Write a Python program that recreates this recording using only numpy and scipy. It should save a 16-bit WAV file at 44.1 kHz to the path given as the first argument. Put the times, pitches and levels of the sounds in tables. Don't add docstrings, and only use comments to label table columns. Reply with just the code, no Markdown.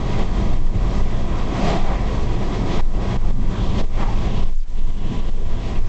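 import sys
import numpy as np
from scipy import signal
from scipy.fft import rfft, irfft
from scipy.io import wavfile
from scipy.ndimage import uniform_filter1d

SR = 44100
rng = np.random.default_rng(int(sys.argv[2]) if len(sys.argv) > 2 else 0)


def boost(x):
    u = np.asarray(x, float) / 20
    return 10 ** u


def file_out(sig):
    cols = np.atleast_2d(sig).T
    lim = np.clip(cols, -1, 1)
    pcm = np.round(lim * 32767).astype(np.int16)
    wavfile.write(sys.argv[1], SR, pcm)


N = 259308


def unit(x):
    return x / np.sqrt(np.mean(x ** 2))


def walk(rate_hz):
    hold = int(SR / rate_hz)
    held = np.repeat(rng.standard_normal(N // hold + 1), hold)
    slewed = uniform_filter1d(uniform_filter1d(held, hold), hold)
    return unit(slewed[:N])


def resonance(hz, width_hz, size=N):
    even_share, even_cycles = 0.7, 1.6
    settle = SR // 2
    sos = signal.tf2sos(*signal.iirpeak(hz, hz / (1.55 * width_hz), fs=SR))
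    ringing = signal.sosfilt(np.vstack([sos, sos]), rng.standard_normal(size + settle))
    x = unit(ringing[settle:])
    span = int(SR * max(even_cycles / width_hz, 0.04))
    power = uniform_filter1d(uniform_filter1d(x ** 2, span), span)
    return unit(x / (power + 0.05) ** (even_share / 2))


def layer(modes, gust_db, flow_db, flicker_db, flicker_hz):
    total = np.zeros(N)
    for hz, width_hz, db, lean in modes:
        level_db = db + lean * flow_db + gust_db + flicker_db * walk(flicker_hz)
        total += boost(level_db) * resonance(hz, width_hz)
    return unit(total)


def swell(s, length_s, hz, width_hz, db):
    first = max(int((s - 4 * length_s) * SR), 0)
    last = min(int((s + 4 * length_s) * SR), N)
    shape = np.exp(-0.5 * ((np.arange(first, last) / SR - s) / length_s) ** 2)
    noise = resonance(hz, width_hz, size=SR * 3)[:last - first]
    return np.pad(boost(db) * shape * noise, (first, N - last))


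def drive(t):
    # t/s, air flow at the window/dB, road roughness/dB
    drive_points = [(0.0, -0.5, -1), (0.301, 2.5, 2.5), (0.601, -2.5, 0.5), (.9, 1, 0.5), (1.3, 0, 0),
                    (1.52, 0, -2), (1.722, 7, -1), (2.051, -1.5, 0), (2.601, 0.5, -2), (2.9, 2, 3.5),
                    (3.048, 1.5, 2.5), (3.2, 2, 2.5), (3.45, -2.5, 3.5), (4.0, 2.5, 0.5), (4.4, -0.5, 1.5),
                    (4.7, -6, -2), (5.2, -5.5, -1.5), (5.88, -3, -3.5)]
    s, flow_db, road_db = np.transpose(drive_points)
    return np.interp(t, s, flow_db), np.interp(t, s, road_db)


def window_hiss(flow_db, gust_db):
    # f/Hz, width/Hz, level/dB, extra per air flow/(dB/dB)
    hiss_modes = [(1612, 270, -4.5, .02), (1925, 80, -7.5, .02), (2062, 400, -3.5, .02),
                  (2500, 760, -2.5, .02), (3270, 220, -7.5, -.05), (3502, 900, -5, -.05),
                  (4403, 1400, -7.5, .12), (5700, 1800, -9.5, .02), (7180, 1500, -14.5, .02)]
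    hiss = layer(hiss_modes, 1.5 * gust_db, flow_db, flicker_db=1.23, flicker_hz=24.98)
    return hiss * boost(-40.5 + 0.9 * flow_db)


def body_boom(flow_db, road_db):
    # f/Hz, width/Hz, level/dB, extra per air flow/(dB/dB)
    boom_modes = [(7.935, 6, -6, .02), (25, 7, -3.5, .02), (40, 9, -0.5, .02)]
    boom = layer(boom_modes, 0, flow_db, flicker_db=0.63, flicker_hz=6)
    return boom * boost(-24.5 + 0.6 * road_db)


def tyre_roar(flow_db, road_db, gust_db):
    # f/Hz, width/Hz, level/dB, extra per air flow/(dB/dB)
    roar_modes = [(50, 7, 1.5, .02), (80, 30, -.5, .05), (114, 16, .5, .02), (155, 30, -11, .05),
                  (187, 36, 0, .05), (235.2, 60, -5.5, .15)]
    roar = layer(roar_modes, 0.66 * gust_db, flow_db, flicker_db=0.55, flicker_hz=16)
    return roar * boost(-24 + road_db + 0.22 * flow_db)


def wind_rush(flow_db, road_db, gust_db):
    # f/Hz, width/Hz, level/dB, extra per air flow/(dB/dB)
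    rush_modes = [(275, 40, -10, -.05), (332, 27, -2, -.2), (392.7, 99, 1.5, -.15), (561, 110, -3, .15),
                  (683, 90, -2.5, .25), (780.7, 90, -5, .3), (980, 50, -4.5, .02), (1101, 130, -5.5, .02),
                  (1230, 130, -10.5, .35)]
    rush = layer(rush_modes, 0.83 * gust_db, flow_db, flicker_db=0.96, flicker_hz=22.02)
    return rush * boost(-31 + 0.94 * flow_db + 0.11 * road_db)


def bumps():
    # t/s, length/s, f/Hz, level/dB
    bump_events = [(0.349, .07, 38.1, -21.5), (.85, .07, 36, -22), (1.021, .07, 52, -24.5),
                   (1.951, .06, 42, -21), (2.2, .08, 47.8, -22), (2.949, .05, 35.9, -24),
                   (3.2, .06, 38, -22), (3.549, .04, 45, -21.5), (4.05, .07, 35.94, -22),
                   (4.219, .1, 52.04, -23), (5.7, .06, 48, -27), (4.851, .08, 36.04, -25),
                   (5.299, .1, 36, -26), (3.4, .05, 130, -30), (3.39, .03, 190, -30), (3.27, .05, 95, -31),
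                   (.1, .04, 30, -26), (.02, .03, 110, -26), (3.88, .04, 70, -31), (5.5, .06, 65, -31),
                   (.6, .04, 80, -31), (2.33, .06, 115, -29), (5.45, .05, 90, -34), (4.382, .03, 120, -27),
                   (5.15, .04, 209.8, -31), (5.85, .04, 99.6, -30)]
    q = 5
    return sum(swell(s, length_s, hz, hz / q, db) for s, length_s, hz, db in bump_events)


def swishes():
    # t/s, length/s, f/Hz, width/Hz, level/dB
    swish_events = [(0.76, 0.025, 109.5, 56, -18.5), (1.672, 0.083, 202.4, 65, -24),
                    (1.691, 0.055, 2410, 2500, -37), (1.75, 0.05, 730, 170, -28),
                    (1.885, 0.02, 730, 150, -28.5), (1.93, 0.025, 670, 180, -27.5),
                    (1.92, 0.11, 2020, 502, -41.5), (3.305, .08, 173, 80, -25.5),
                    (2.545, 0.22, 302.7, 100.7, -31.5), (2.74, .03, 3250, 1450, -39),
                    (3.617, 0.066, 3320, 687, -43.5), (3.795, 0.018, 3210, 1500, -36.5),
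                    (4.03, 0.035, 950, 350, -28), (4.02, .04, 2000, 1000, -41),
                    (1.72, .04, 2600, 1600, -42), (2.03, .06, 620, 200, -37), (4.076, 0.05, 860, 150, -30),
                    (4.374, 0.16, 3160, 815, -45), (4.791, 0.03, 2800, 990, -44),
                    (4.4, 0.09, 3000, 1000, -44), (4.895, 0.018, 127.4, 90, -31),
                    (5.647, 0.039, 2970, 1200, -45.5), (5.775, 0.025, 2500, 700, -45),
                    (5.15, 0.29, 3050, 730, -47), (3.7, .09, 3200, 1400, -45),
                    (1.62, 0.065, 2100, 1600, -41), (1.2, .07, 91, 50, -26.5), (1.63, .06, 690, 200, -30),
                    (1.76, .02, 185, 60, -25), (2.17, .04, 1000, 200, -36), (2.15, .06, 2800, 2500, -45),
                    (3.24, .06, 800, 300, -32), (5.4, .05, 400, 150, -33), (3.82, .03, 480, 150, -31),
                    (2.6, .05, 180, 60, -30), (4.18, .05, 3000, 2500, -44), (.18, .04, 400, 150, -33),
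                    (1.38, .05, 1100, 350, -38), (1.9, .06, 1200, 400, -38), (2.95, .08, 380, 150, -30),
                    (2.15, .06, 450, 200, -34), (1.52, .04, 290, 70, -31), (5.07, .04, 110, 50, -28),
                    (3.56, .04, 1100, 500, -38)]
    return sum(swell(*event) for event in swish_events)


def throb(t):
    # tallest crest t/s, length/s, beats since the last one, level after gain control/dB
    buffets = [(0.024, .03, 0, -24.5), (.146, .035, 2, -21), (.209, .04, 1, -19), (.265, .045, 1, -18),
               (.52, .07, 4, -13.5), (.632, .05, 2, -14), (.687, .035, 1, -17), (.772, .025, 2, -21),
               (.856, .03, 2, -20.5), (1.017, .06, 3, -13), (1.185, .11, 3, -17.5), (1.417, .06, 4, -19),
               (1.664, .04, 4, -19), (1.836, .08, 3, -14), (2.073, .05, 4, -23), (2.237, .07, 3, -18),
               (2.355, .04, 2, -22.5), (2.467, .05, 2, -18.5), (2.681, .05, 4, -22), (2.816, .07, 2, -12),
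               (2.928, .07, 2, -18), (3.09, .03, 3, -25.5), (3.179, .04, 2, -15), (3.294, .09, 2, -13),
               (3.407, .03, 2, -21), (3.466, .04, 1, -14), (3.677, .05, 4, -17), (3.829, .06, 2, -13.5),
               (3.943, .05, 2, -18), (4.041, .05, 2, -17), (4.146, .03, 2, -19), (4.203, .06, 1, -17),
               (4.325, .04, 2, -21.5), (4.445, .08, 2, -11.5), (4.571, .04, 2, -13), (4.622, .018, 1, -21),
               (4.687, .018, 1, -21), (4.744, .04, 1, -20), (4.801, .04, 1, -17), (4.86, .08, 1, -13.5),
               (5.03, .06, 3, -17), (5.211, .06, 3, -16.5), (5.331, .07, 2, -14.5), (5.446, .05, 2, -15),
               (5.522, .035, 1, -14.5), (5.685, .05, 3, -25), (5.8, .045, 2, -11.5), (5.86, .03, 1, -21)]
    rise_share, fall_share, idle_db, idle_hz = 0.81, 1.1, -33, 17
    s, _, beats, _ = np.transpose(buffets)
    crest_s = np.r_[s[0] - 1, s, s[-1] + 1]
    crest_turns = np.cumsum(np.r_[-idle_hz, idle_hz, np.round(beats[1:]), idle_hz])
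    turns = uniform_filter1d(np.interp(t, crest_s, crest_turns), SR // 40)
    level = boost(idle_db) + np.zeros(N)
    for crest, length_s, _, db in buffets:
        spread_s = length_s * np.where(t < crest, rise_share, fall_share)
        level += boost(db) * np.exp(-((t - crest) / spread_s) ** 2)
    return np.sqrt(2) * level * np.cos(2 * np.pi * turns)


def ducking(t):
    # t/s, depth/dB, recovery/s
    ducks = [(0.237, 6.5, 0.1), (.265, 1, .2), (0.546, 4.5, 0.25), (0.58, 2, 0.18), (0.676, 2.5, .08),
             (1.022, 4.5, 0.25), (1.745, 1.5, .15), (1.778, 3, .15), (1.815, 0.5, 0.061), (2.81, 16, 0.16),
             (2.87, 1.5, .2), (3.17, 13.5, 0.15), (3.312, 10.5, .19), (3.816, 8, 0.15), (3.852, 10, 0.11),
             (4.042, 5.5, 0.11), (4.14, 2.5, 0.1), (4.26, 2, .1), (4.399, 3.5, .2), (4.441, 8.5, 0.18),
             (4.501, 6, 0.22), (4.541, 16, 0.2), (4.575, 4.5, .13), (4.635, 4, 0.05), (4.65, 13, .022),
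             (4.73, 2.5, .05), (4.8, 5.5, 0.15), (4.908, 6, 0.15), (5.209, 4.5, .1), (5.298, 10, .17),
             (5.408, 1.5, 0.27), (5.798, 7.5, 0.21), (5.831, 2, 0.22)]
    attack_s, recovery_shape = 0.0051, 1.9
    cut_db = np.zeros(N)
    for s, db, back_s in ducks:
        cut_db += db * np.exp(-(np.abs(t - s) / back_s) ** recovery_shape) * (t > s)
    return -uniform_filter1d(cut_db, int(attack_s * SR))


def scene():
    t = np.arange(N) / SR
    flow_db, road_db = drive(t)
    gust_db = 0.5 * walk(14) + 0.8 * walk(32)
    duck_db = ducking(t)
    wind = window_hiss(flow_db, gust_db) + wind_rush(flow_db, road_db, gust_db) + swishes()
    boom = body_boom(flow_db, road_db) * boost(0.45 * duck_db)
    roar = tyre_roar(flow_db, road_db, gust_db) * boost(0.93 * duck_db)
    mix = wind * boost(duck_db) + boom + roar + bumps() + throb(t)
    return mix[None]


def low_pass(x):
    return signal.sosfilt(signal.butter(12, 8850, fs=SR, output="sos"), x)


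def record(dry):
    # f/Hz, gain/dB
    converter = [(6500, 0.5), (7600, -0.5), (8000, -4), (8350, -11.5), (8700, -23.5), (8870, -21),
                 (8900, -68)]
    store_hz, step = 16000, 2 ** -7.5
    margin = SR // 100
    rounded = np.tanh(1.465 * dry) / 1.459
    wide = np.pad(rounded, ((0, 0), (margin, margin)), mode="reflect")
    size = wide.shape[1]
    count = size * store_hz // SR
    stored = irfft(rfft(wide)[:, :count // 2 + 1], count) * count / size
    lines = rfft(np.floor(stored / step) * step)
    lines = np.hstack([lines, np.conj(lines[:, -2:0:-1])])
    lines = lines * boost(np.interp(np.arange(count) * SR / size, *np.transpose(converter)))
    played = irfft(lines, size)[:, margin:-margin] * size / count
    soft_start = np.minimum(np.arange(N) * 10 / margin, 1)
    return low_pass(played * soft_start)


dry = scene()
out = record(dry)
file_out(out)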